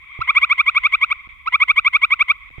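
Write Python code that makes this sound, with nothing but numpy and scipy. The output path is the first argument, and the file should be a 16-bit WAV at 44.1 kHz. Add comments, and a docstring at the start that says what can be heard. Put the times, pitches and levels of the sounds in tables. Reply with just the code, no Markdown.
"""In the woods, a tree frog on a trunk close to the microphone gives two trills of about a dozen pulses.
Each pulse catches roughly, swells, glides up and snaps shut; the vocal sac favours the octave.
Other frogs trill farther off and a small one peeps. Bark and woods add a faint echo.
The microphone overloads with a fizz on loud pulses; its right port rumbles and takes two soft bumps.
Soft low clicks come where the sound briefly drops out."""
import sys
import numpy as np
from scipy import signal
from scipy.fft import rfft, irfft
from scipy.io import wavfile
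from scipy.ndimage import uniform_filter1d

SR = 44100
rng = np.random.default_rng(int(sys.argv[2]) if len(sys.argv) > 2 else 0)


def bounce(signal):
    """Save signal as a 16-bit WAV file at the path given by the first command-line argument."""
    frames = np.transpose(np.atleast_2d(signal))
    limited = np.clip(frames, -1, 1)
    pcm = np.round(limited * 32767).astype(np.int16)
    wavfile.write(sys.argv[1], SR, pcm)


N = 114660

# A pulse's three lowest partials (pure tones). A share is a fraction of the pulse's length.
# level_db, swell_db_per_pulse, top_share, sag_db_per_pulse, release_share, left_over_right_db
PARTIALS = [(-15.5, 32, 0.63, -1, 1, -1.5), (-5, 35, 0.55, 14, 0.9, -0.3), (-24.5, 18, 0.64, 3.5, 0.87, -6)]
# How late each of these partials reaches the right side: lag_ms
RIGHT_LAG_MS = [.175, .05, .13]
# Tone of the blur of many far frogs: frequency_hz, level_db
CHORUS_TONE = [(500, -44.5), (850, -31.5), (1100, -17.5), (1300, -21), (1550, -27), (1800, -23.5),
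               (2020, -3.5), (2230, 1.5), (2500, -7.5), (2900, -27.5), (3350, -17.5), (3700, -23.5),
               (4100, -44), (6000, -53.5), (7800, -48), (10000, -62.5), (15000, -64)]
# Rise and fall of the far chorus: time_s, level_db
CHORUS_LEVEL = [(0, -3), (0.299, 6.5), (1.202, 3), (1.4, -1), (2.1, -1), (2.6, 1)]
# Tone of the microphone rumble: frequency_hz, level_db
RUMBLE_TONE = [(20, -13), (45, 6), (70, 3), (110, -13.5), (180, -21), (350, -27.5), (700, -39),
               (1500, -44.5)]
# Thuds (first and last: bumps; middle two: soft low clicks at the dropouts): start_s, level_db
THUDS = [(0.1904, -18.5), (1.273, -38.5), (2.505, -38), (2.582, -21)]
# Tones that ring in a thud: pitch_hz, level_db, ring_s (time to fade by 60 dB)
THUD_TONES = [(72, -8.5, 0.19), (121, -2.5, 0.071), (348, -5, 0.013), (704, -17.5, 0.014)]
# Pulses of a neighbouring frog: start_s, level_db
NEIGHBOUR_PULSES = [(.005, -33), (.078, -28.5), (.150, -28), (.225, -25.5), (0.298, -31.5), (0.374, -37),
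                    (0.441, -29), (1.145, -34), (1.179, -29.5), (1.226, -31), (1.344, -44.5),
                    (2.332, -29.5), (2.408, -32)]
# Peeps of a small far frog: start_s, level_db
PEEPS = [(0.086, -54.5), (1.247, -63), (2.573, -54)]
# Pulses of the near frog: start_s, length_s, level_db, pitch_ratio, octave_db
NEAR_PULSES = [(0.205, 0.02, 1.5, 1.002, -20), (0.276, 0.034, 1.5, 0.98, -3),
               (0.3505, 0.036, 0.5, 1.006, 1.5), (0.414, 0.036, 0, 1.015, 0),
               (0.496, 0.036, 0.5, 1.011, -0.5), (0.5797, 0.035, 0.5, 1.01, -0.5),
               (0.6618, 0.037, -0.5, 1.014, 0), (0.7488, 0.036, 0, 1.017, -0.5),
               (0.8341, 0.038, -0.5, 1.02, 0.5), (0.922, 0.034, -0.5, 1.02, 0),
               (1.0118, 0.035, 0, 1.013, -0.5), (1.102, 0.027, -1.5, 1.004, -2),
               (1.461, 0.025, 2.5, 1, -18.5), (1.5247, 0.036, 2, 0.98, -2.5), (1.6014, 0.036, 1, 1.006, 0),
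               (1.6818, 0.035, 0, 1.012, 1), (1.7625, 0.035, 0, 1.014, 1), (1.8476, 0.036, 0, 1.01, 0.5),
               (1.9318, .038, -0.5, 1.014, 1), (2.018, 0.035, 0, 1.013, 1),
               (2.1055, 0.036, -0.5, 1.014, 0.5), (2.194, 0.033, -0.5, 1.018, 1),
               (2.2835, 0.036, -0.5, 1.014, 0.5)]
# Tone of the catch, the rough puff that opens a pulse: frequency_hz, level_db
CATCH_TONE = [(500, -58), (850, -24), (1100, -4.5), (1650, -17.5), (2150, -2), (2750, -13.5), (3400, -18),
              (5000, -52), (9000, -65.5)]
# Tone of the microphone's overload fizz: frequency_hz, level_db
FIZZ_TONE = [(300, -27), (700, -16), (1500, 14), (3000, 7.5), (4200, 5), (5500, -9), (7700, -1), (9200, -4),
             (11900, -4), (12900, -22), (14400, -7), (15800, -23.5)]
# Dropouts, brief dips in level: start_s, length_s
DIPS = [(1.275, 0.0065), (1.282, 0.0076), (2.494, 0.0076), (2.506, 0.0042)]

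LEAD_S, PULSE_SAMPLES = 0.02, 4096  # a pulse fades in during the lead before its start
NEIGHBOUR_LENGTH_S, NEIGHBOUR_PITCH_RATIO = 0.04, 0.96


def undb(db):
    """Turn decibels into a gain."""
    return 10 ** (np.asarray(db) / 20)


def unit(x):
    """Scale to an average (rms) level of 1."""
    return x / np.sqrt(np.mean(x ** 2) + 1e-20)


def noise(tone):
    """Noise shaped by a tone table, unrelated left and right."""
    hz, db = np.array(tone).T
    bins_hz = np.maximum(np.fft.rfftfreq(N, 1 / SR), 1)
    gain = undb(np.interp(np.log(bins_hz), np.log(hz), db))
    return unit(irfft(rfft(rng.standard_normal((2, N))) * gain, N))


def drift(rate_hz):
    """A smooth random wander of typical size 1."""
    width = int(SR / rate_hz)
    smoothed = uniform_filter1d(rng.standard_normal(N), width, mode="wrap")
    return unit(uniform_filter1d(smoothed, width, mode="wrap"))


def add(out, x, start_s):
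    """Mix x into out from a given time."""
    i = int(round(start_s * SR))
    lo, hi = max(i, 0), min(i + x.shape[-1], N)
    if hi > lo:
        out[..., lo:hi] += x[..., lo - i:hi - i]


def echo(x, ring_s):
    """Many reflections blend into a tail that fades by 60 dB in ring_s."""
    t = np.arange(SR) / SR
    tail = rng.standard_normal((2, SR)) * np.exp(-np.log(1000) * t / ring_s)
    return signal.fftconvolve(x, unit(tail) / np.sqrt(SR), axes=1)[:, :N]


def frog_pulse(length_s, pitch_ratio, octave_db):
    """One note climbs and flicks up as the larynx shuts; with a slack vocal sac it arches over."""
    t = np.arange(PULSE_SAMPLES) / SR - LEAD_S
    share = t / length_s
    pitch_wobble, level_wobble = [unit(signal.fftconvolve(row, np.hanning(220), "same"))
                                  for row in rng.standard_normal((2, PULSE_SAMPLES))]
    slack = (1 - undb(min(octave_db, 0))) ** 2  # a weak octave means a slack sac
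    climb_hz = 990.6 + 235.7 * np.clip(share, 0, 1)
    flick_hz = 247 / (1 + np.exp(np.clip((1 - share) / 0.062, -20, 20)))
    arch_hz = 210 * np.exp(-((share - 0.79) / 0.22) ** 2 / 2)
    glide_hz = climb_hz + (1 - slack) * flick_hz + slack * arch_hz
    hz = pitch_ratio * glide_hz * (1 + 0.0026 * pitch_wobble)
    cycles = np.cumsum(hz) / SR + rng.random()
    out = np.zeros((2, PULSE_SAMPLES))
    for k in range(1, 8):
        row = min(k, 3) - 1
        db, swell, top, sag, release, left_db = PARTIALS[row]
        if k <= 3:
            db += octave_db * (0, 1, 0.7)[row]
        else:  # higher partials are ever fainter copies of the third
            db += -25 - 12.5 * (k - 4) + 0.085 * octave_db
        body_db = -swell * np.maximum(top - share, 0) - sag * np.maximum(share - top, 0)
        opening_db = -1900.5 * np.maximum(-t, 0)
        closing_db = -4297.5 * np.maximum(t - release * length_s, 0)
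        rounded_db = uniform_filter1d(body_db + opening_db + closing_db, int(0.03 * length_s * SR))
        gain = undb(db + rounded_db + 0.09 * level_wobble)
        lag_s = RIGHT_LAG_MS[row] / 1000
        out[0] += gain * undb(left_db / 2) * np.sin(2 * np.pi * k * cycles)
        out[1] += gain * undb(-left_db / 2) * np.sin(2 * np.pi * k * (cycles - hz * lag_s))
    return out


def far_chorus(frog_count=8, pulse_count=14):
    """Distant frogs trill at their own pitch and pace, over the blur of many more."""
    trills = np.zeros((2, N))
    for frog in range(frog_count):
        when, pace, pitch = rng.uniform(-1, 1, 3)
        start_s = (frog + when / 2 - 1) / frog_count * N / SR
        pulses_per_s = 12 * (1 + 0.086 * pace)
        note = frog_pulse(NEIGHBOUR_LENGTH_S, NEIGHBOUR_PITCH_RATIO * (1 + 0.05 * pitch), octave_db=0)
        for k in range(pulse_count):
            add(trills, note, start_s + k / pulses_per_s)
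    blur = noise(CHORUS_TONE) * undb(2 * drift(rate_hz=25))
    level = undb(np.interp(np.arange(N) / SR, *np.array(CHORUS_LEVEL).T))
    return level * (undb(-48) * unit(echo(trills, ring_s=0.08)) + undb(-44) * blur)


def rumble_and_thuds():
    """Microphone rumble, two bumps, and soft low clicks where the sound drops out; mostly on the right."""
    t = np.arange(SR // 2) / SR
    thud = sum(undb(db) * np.sin(2 * np.pi * hz * t) * np.exp(-np.log(1000) * t / ring_s)
               for hz, db, ring_s in THUD_TONES)
    out = undb(-49) * noise(RUMBLE_TONE) * undb(0.5 * drift(rate_hz=14))
    for start_s, db in THUDS:
        add(out, -undb(db) * thud, start_s)
    return out * undb([[-29], [0]])  # left, right


def neighbour_frog():
    """Quiet pulses from a frog some metres away."""
    out = np.zeros((2, N))
    for start_s, db in NEIGHBOUR_PULSES:
        note = frog_pulse(NEIGHBOUR_LENGTH_S, NEIGHBOUR_PITCH_RATIO, octave_db=-1.5)
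        add(out, undb(db) * note, start_s - LEAD_S)
    return out


def peeping_frog(pitch_hz=3147, rise_hz=169, length_s=0.21):
    """A small frog far off gives thin whistles that slide up."""
    share = np.arange(int(length_s * SR)) / SR / length_s
    cycles = np.cumsum(pitch_hz + rise_hz * share) / SR
    note = np.sin(2 * np.pi * cycles) * np.sin(np.pi * np.sqrt(share))
    out = np.zeros((2, N))
    for start_s, db in PEEPS:
        add(out, undb(db) * note, start_s)
    return out


def near_frog(blip_hz=2146):
    """Two trills of clean notes, each with a rough catch at its start."""
    t = np.arange(N) / SR
    notes, catch_gain = np.zeros((2, N)), np.zeros(N)
    for start_s, length_s, db, pitch_ratio, octave_db in NEAR_PULSES:
        add(notes, undb(db) * frog_pulse(length_s, pitch_ratio, octave_db), start_s - LEAD_S)
        share = (t - start_s) / length_s
        catch_gain += undb(db + 0.42 * octave_db) * np.exp(-((share - 0.11) / 0.072) ** 2 / 2)
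    puff = undb(-28) * noise(CATCH_TONE)[0]
    octave_blip = undb(-20) * np.sin(2 * np.pi * blip_hz * t)
    return notes + catch_gain * (puff + octave_blip)


def overload_fizz(right_cutoff_hz=4320):
    """Fizz of the microphone overloading on loud pulses, mostly on the left."""
    gain = np.zeros(N)
    for start_s, length_s, db, pitch_ratio, octave_db in NEAR_PULSES:
        share = (np.arange(N) / SR - start_s) / length_s
        fizz_db = 0.93 * (db + octave_db) - 82.5 * max(1 - pitch_ratio, 0)  # weaker on flat notes
        gain += undb(fizz_db) * np.exp(-((share - 0.56) / 0.46) ** 4 / 2)
    left, right = noise(FIZZ_TONE)
    duller = signal.butter(1, right_cutoff_hz, fs=SR, output="sos")
    return undb(-41.5) * gain * np.array([left, undb(-7) * signal.sosfilt(duller, right)])


def scene():
    """All the sounds together; the closest ones echo off the bark and through the woods."""
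    close = near_frog() + overload_fizz() + neighbour_frog()
    bark = undb(-20) * echo(close, ring_s=0.027)
    woods = undb(-29) * echo(close, ring_s=0.27)
    return close + bark + woods + far_chorus() + peeping_frog() + rumble_and_thuds()


def record(dry, dip_db=-21.5, cutoff_hz=15700):
    """The sound drops out in two quick pairs of dips, and the highest treble is cut."""
    t = np.arange(N) / SR
    in_dip = sum((t > start_s) & (t < start_s + length_s) for start_s, length_s in DIPS)
    gain = uniform_filter1d(undb(dip_db * in_dip), size=22)
    treble_cut = signal.ellip(8, 0.2, 70, cutoff_hz, fs=SR, output="sos")
    return signal.sosfilt(treble_cut, dry * gain)


dry = scene()
out = record(dry)
bounce(out)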